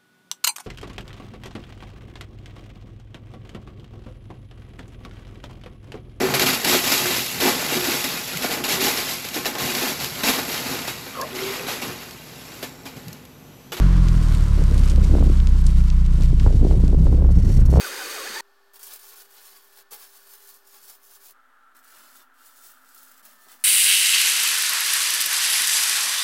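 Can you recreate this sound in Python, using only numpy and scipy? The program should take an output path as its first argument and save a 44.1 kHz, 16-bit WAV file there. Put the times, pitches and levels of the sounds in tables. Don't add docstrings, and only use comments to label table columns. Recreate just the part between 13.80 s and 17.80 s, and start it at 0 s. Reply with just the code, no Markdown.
import sys
import numpy as np
from scipy import signal
from scipy.fft import rfft, irfft
from scipy.io import wavfile
from scipy.ndimage import uniform_filter1d

SR = 44100
rng = np.random.default_rng(int(sys.argv[2]) if len(sys.argv) > 2 else 0)


def wrap_up_sound(samples):
    columns = np.atleast_2d(samples).T
    tamed = np.clip(columns, -1, 1)
    steps = np.round(tamed * 32767).astype(np.int16)
    wavfile.write(sys.argv[1], SR, steps)


N = 176400
TIME = np.arange(N) / SR
BURST_AGE = np.arange(SR // 10) / SR

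# (time [s], firings [1/s])
FIRING_RATE = [(0, 46.23), (.25, 42.66), (.5, 38.16), (.75, 35.18), (1, 32.75), (1.3, 31.69), (1.6, 31.47),
               (2, 30.57), (2.4, 30.15), (2.7, 29.49), (2.9, 31.04), (3.1, 31.19), (3.4, 32.3),
               (3.7, 31.72), (4, 33.37)]
# (time [s], tone 1 [dB], ..., tone 6 [dB])
EXHAUST_TONES = [(0, -11.5, -25.5, -23.5, -24.5, -49, -50), (.4, -16.5, -23.5, -25.5, -26.5, -37.5, -47),
                 (.75, -15.5, -20, -28.5, -35.5, -34.5, -78), (1.2, -15, -16, -30, -31, -31, -32),
                 (1.5, -14.5, -16.5, -44, -34, -33, -36.5), (2.3, -15, -17.5, -45, -36, -28.5, -32.5),
                 (2.85, -15, -18, -36, -43, -29.5, -46), (3.4, -15.5, -14.5, -38, -36, -29, -34),
                 (3.85, -14, -18, -48, -31.5, -30, -59), (4, -29, -11, -41, -17.5, -20, -38)]
# (time [s], roar strength [dB], hiss strength [dB])
ROLLING = [(0, -35.5, -63), (.3, -40, -48.5), (.55, -40, -46.5), (.86, -43, -49), (1.06, -41, -45),
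           (1.18, -45, -49), (1.7, -46, -50), (1.97, -47.5, -49), (2.25, -48, -54.5), (2.42, -46.5, -48),
           (2.55, -52, -52.5), (2.63, -49.5, -50.5), (2.87, -52.5, -52), (2.93, -51, -48.5),
           (2.98, -56, -54.5), (3.04, -49, -50.5), (3.18, -57.5, -56.5), (3.26, -55, -53.5),
           (3.48, -52, -59), (4, -49.5, -68)]
# (frequency [Hz], relative level [dB])
ROAR_COLOUR = [(200, 5.5), (300, 11.5), (420, 1), (600, -2), (820, -5.5), (1060, 2.5), (1220, -2),
               (1400, -0.5), (1800, -6.5), (2300, -10.5), (3200, -12), (6000, -17.5), (15000, -32.5)]
# (frequency [Hz], relative level [dB])
HISS_COLOUR = [(1000, -29), (2000, 3.5), (2650, 1.5), (3120, 3.5), (3450, -1.5), (3780, 4), (4100, 0),
               (4460, 4.5), (4800, 0), (5480, 1.5), (6300, -1), (8200, -0.5), (8900, -3), (12500, -10),
               (15500, -14.5)]
# (time [s], peak [dB], low edge [Hz], high edge [Hz], fade time [s])
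STONES = [(.285, -21.5, 2020, 5900, 0.0009), (.979, -30, 2500, 9400, .0012),
          (.994, -31, 2800, 11000, 0.0017), (1.035, -28.5, 1500, 4500, 0.0012),
          (1.057, -34, 6000, 10900, 0.0022), (1.076, -28, 2520, 7000, 0.003),
          (1.098, -23.5, 2850, 8650, 0.0057), (1.244, -31, 3520, 7640, 0.0063),
          (1.6015, -24.5, 1700, 4750, 0.0005), (1.6715, -22, 1380, 7000, 0.00061),
          (1.813, -33, 2500, 14000, .0003), (1.866, -21.5, 3670, 9300, 0.0035),
          (2.101, -24.5, 2200, 6400, 0.001), (2.422, -29, 2450, 7600, 0.0014),
          (2.598, -25.5, 1080, 5460, 0.0039), (3.08, -25.5, 2000, 8700, 0.00031),
          (3.245, -34.5, 3000, 13000, .0004)]
# (time [s], level [dB])
BUFFETING = [(0, -34.5), (.7, -26), (1.1, -21.5), (1.4, -20.5), (1.8, -25.5), (2.25, -33), (2.5, -21),
             (2.9, -17.5), (3.3, -18), (3.65, -16), (4, -21.5)]
# (frequency [Hz], relative level [dB])
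BUFFET_COLOUR = [(30, -4.5), (60, -2), (110, -3.5), (180, -9), (235, -19), (480, -34), (900, -46.5),
                 (2500, -69.5)]
# (time [s], length [s], level [dB], high edge [Hz])
GUSTS = [(0.77, 0.057, -32.5, 423), (0.916, 0.08, -34.5, 423), (1.117, 0.15, -37, 417),
         (1.295, 0.23, -27.5, 360), (2.375, 0.065, -36.5, 385), (2.643, 0.13, -33.5, 444),
         (2.814, 0.16, -29.5, 398), (3.037, 0.092, -31.5, 324), (3.245, 0.24, -33, 435),
         (3.66, 0.063, -33.5, 430), (3.884, 0.12, -34, 460), (3.967, .06, -22.5, 630)]
# (time [s], strength [dB], high edge [Hz])
SLAPS = [(0.913, -15.5, 400), (1.178, -17, 505), (1.338, -16.5, 600), (1.35, -13, 660), (1.383, -17.5, 850),
         (1.408, -15.5, 560), (1.424, -12.5, 780), (2.528, -14.5, 388), (2.662, -12.5, 845),
         (2.673, -18, 940), (2.705, -20, 650), (2.827, -11, 402), (2.848, -6.5, 445), (2.866, -11.5, 500),
         (2.91, -13.5, 784), (2.939, -19.5, 640), (3.036, -10.5, 378), (3.128, -13.5, 510),
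         (3.145, -12, 487), (3.267, -17.5, 880), (3.326, -14, 570), (3.338, -14, 413), (3.378, -25, 600),
         (3.421, -17.5, 663), (3.445, -18.5, 780), (3.49, -18.5, 700), (3.503, -16, 493),
         (3.789, -16.5, 500), (3.889, -18, 560), (3.925, -11, 563), (3.937, -12, 775), (3.957, -12, 840),
         (3.979, -15, 667)]
# (time [s], length [s], strength [dB], treble change [dB])
JUDDERS = [(3.504, 0.02, -52.5, 1), (3.548, 0.021, -53, -6), (3.583, 0.022, -50, -5),
           (3.617, 0.017, -51, -8), (3.644, 0.015, -46.5, -5), (3.668, 0.02, -50, -3),
           (3.688, 0.024, -47.5, -5), (3.715, 0.014, -47, 0), (3.736, 0.015, -48.5, 3),
           (3.761, 0.016, -46, 0), (3.794, 0.02, -50.5, 1), (3.851, 0.013, -50, 8), (3.898, 0.02, -49, 6),
           (3.925, 0.051, -46, -4)]
# (frequency [Hz], width [Hz], relative level [dB])
SCRUB_RINGS = [(1930, 320, 0), (2750, 760, -7), (4300, 180, -2), (4620, 330, -3), (5540, 370, 2.5),
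               (6320, 460, 1), (7300, 1100, -1), (8230, 130, -1.5), (10600, 1800, 0), (12900, 1500, -3.5)]


def exhaust(first_firing_s=0.02006, jitter_s=0.000085, burble_db=-31):
    rate, = in_time(FIRING_RATE)
    firings = np.cumsum(rate) / SR - rate[0] * first_firing_s
    firings += rate * jitter_s * drift(10.4)
    faint_tones = [-58.5 - 2 * k + 2 * drift(30) for k in range(8)]
    levels = in_time(EXHAUST_TONES) + faint_tones
    pulses = -sum(from_db(db) * np.cos(2 * np.pi * (k + 1) * firings) for k, db in enumerate(levels))
    rumble = band(noise(), 23, 63, order=3)
    burble = from_db(burble_db) * unit_level(rumble * np.sin(np.pi * firings) ** 2)
    burble *= (rate / rate.max()) ** 4
    wobble = from_db(drift(22.6))
    return np.sqrt(2) * pulses * wobble + burble


def tailpipe(x, ring_hz=190.7, width_hz=66):
    poles = resonance(ring_hz, width_hz)
    return signal.lfilter(poles[::-1], poles, x)


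def tyres(roar_trim_db=3.5, hiss_trim_db=-0.73, flicker_db=2.3, treble_hz=9500):
    roar_db, hiss_db = in_time(ROLLING)
    roar = colour(noise(), ROAR_COLOUR) * from_db(roar_db + roar_trim_db + drift(35))
    hiss = colour(noise(), HISS_COLOUR) * from_db(hiss_trim_db + flicker_db * drift(25))
    bright = hiss + grit(hiss_db)
    lower = one_side(bright, treble_hz, "low")
    treble_gain = from_db(0.54 * np.minimum(hiss_db + 46.5, 0))
    return roar + (lower + treble_gain * (bright - lower)) * from_db(hiss_db)


def grit(hiss_db, typical_grains_per_s=170, fade_s=0.00021, relative_db=-4):
    chance = typical_grains_per_s / SR * from_db(0.61 * (hiss_db - hiss_db.mean()))
    hits = rng.random(N) < chance
    size_db = np.minimum(4.5 * rng.exponential(1, N), 14)
    fades = signal.lfilter([1], [1, -np.exp(-1 / (fade_s * SR))], hits * from_db(size_db) + 1e-18)
    return colour(fades * noise(), HISS_COLOUR) * from_db(relative_db)


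def stones(rise_s=0.0001, tail_db=-26, tail_s=0.018):
    out = np.zeros(N)
    for start, db, low_hz, high_hz, fade_s in STONES:
        shape = strike(rise_s, fade_s) + from_db(tail_db) * strike(rise_s, tail_s)
        add(out, start, from_db(db) * burst(shape, low_hz, high_hz, order=3))
    return out


def wind(lumps_db=4, swirl_db=9.5, swirls_per_s=137, edge_s=0.011, steady_s=0.031):
    buffet_db, = in_time(BUFFETING)
    lumpy = noise() * from_db(lumps_db * drift(33))
    out = from_db(buffet_db) * colour(lumpy, BUFFET_COLOUR)
    swell = unit_level(band(noise(), 13.8, 46))
    out += from_db(-22.5 + 0.17 * buffet_db) * swell
    swirls = from_db(swirl_db * np.tanh(drift(swirls_per_s)))
    for start, length, db, high_hz in GUSTS:
        air = band(noise(), 181, high_hz)
        air = band(air, 50, high_hz, order=1) * swirls
        power = uniform_filter1d(air ** 2, size=int(steady_s * SR))
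        air /= np.sqrt(power + 1e-12)
        out += from_db(db) * air * envelope(start - edge_s / 2, edge_s, length - edge_s, edge_s)
    return out


def wind_slaps(rise_s=0.00084, fade_s=0.0024):
    out = np.zeros(N)
    for start, db, high_hz in SLAPS:
        slap = burst(strike(rise_s, fade_s), 169, high_hz)
        softened = band(slap, 50, 0.78 * high_hz, order=1)
        add(out, start, from_db(db) * softened)
    return out


def scrub(slips_per_s=500, slip_db=2.5, rise_s=0.0038, fade_s=0.0084):
    rasp = from_db(-43) * unit_level(band(noise(), 1230, 1900))
    out = rasp * envelope(start=3.806, rise_s=0.011, hold_s=0, fade_s=0.0069)
    hiss = from_db(-4) * colour(noise(), HISS_COLOUR)
    slips = unit_level(from_db(slip_db * np.tanh(drift(slips_per_s))))
    for start, length, db, treble_db in JUDDERS:
        span = slice(int(start * SR), int(start * SR) + len(BURST_AGE))
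        ringing = scrub_ring()[:len(hiss[span])]
        rubbing = (ringing + hiss[span]) * slips[span]
        rubbing += (from_db(treble_db) - 1) * one_side(rubbing, 8500, "high")
        shape = envelope(start, rise_s, length - rise_s, fade_s)
        out[span] += from_db(db) * rubbing * shape[span]
    return out


def scrub_ring(detune=0.015):
    ringing = 0
    top_hz = SCRUB_RINGS[-1][0]
    for hz, width_hz, db in SCRUB_RINGS:
        hz *= 1 + detune * hz / top_hz * rng.standard_normal()
        ring_filter = [1, 0, -1] + resonance(hz, width_hz)
        ring = signal.sosfilt([ring_filter, ring_filter], noise(len(BURST_AGE)))
        ringing += from_db(db) * unit_level(ring)
    return unit_level(ringing)


def from_db(db):
    return 10 ** (np.asarray(db) / 20)


def unit_level(x):
    return x / np.sqrt(np.mean(x ** 2) + 1e-20)


def noise(samples=N):
    return rng.standard_normal(samples)


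def in_time(rows):
    times, *columns = np.transpose(rows)
    return [np.interp(TIME, times, column) for column in columns]


def band(x, low_hz, high_hz, order=2):
    edges = [low_hz, np.clip(high_hz, low_hz + 10, SR / 2 - 100)]
    return signal.sosfilt(signal.butter(order, edges, "band", fs=SR, output="sos"), x)


def one_side(x, hz, side):
    return signal.sosfiltfilt(signal.butter(2, hz, side, fs=SR, output="sos"), x)


def resonance(hz, width_hz):
    r = np.exp(-np.pi * width_hz / SR)
    return [1, -2 * r * np.cos(2 * np.pi * hz / SR), r * r]


def colour(x, spectrum):
    hz, db = np.transpose(spectrum)
    bins = np.arange(N // 2 + 1) * SR / N + 1e-3
    gain = from_db(np.interp(np.log(bins), np.log(hz), db)) * (bins > 10)
    return unit_level(irfft(rfft(x) * gain, N))


def drift(rate):
    r = np.exp(-80 * np.pi * rate / SR)
    slow = signal.lfilter([1], [1, -2 * r, r * r], noise(N // 40 + 2002))[2000:]
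    return np.interp(np.arange(N) / 40, np.arange(len(slow)), unit_level(slow))


def envelope(start, rise_s, hold_s, fade_s, time=TIME):
    age = time - start
    return np.clip(age / rise_s, 0, 1) * np.exp(-np.clip((age - rise_s - hold_s) / fade_s, 0, 20))


def strike(rise_s, fade_s):
    return envelope(0, rise_s, 0, fade_s, BURST_AGE)


def burst(shape, low_hz, high_hz, order=2):
    puff = noise(len(shape)) * shape
    even = irfft(np.exp(1j * np.angle(rfft(puff))), len(shape))
    puff = band(even * np.minimum(10 * shape, 1), low_hz, high_hz, order=order)
    return puff / np.max(np.abs(puff) + 1e-12)


def add(out, start, sound):
    i = max(int(start * SR), 0)
    piece = out[i:i + len(sound)]
    piece += sound[:len(piece)]


def scene():
    return (tailpipe(exhaust()) + tyres() + stones() + wind() + wind_slaps() + scrub())[None]


def record(dry):
    return signal.sosfilt(signal.ellip(10, .1, 80, 15400, fs=SR, output="sos"), dry)


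dry = scene()
out = record(dry)
wrap_up_sound(out)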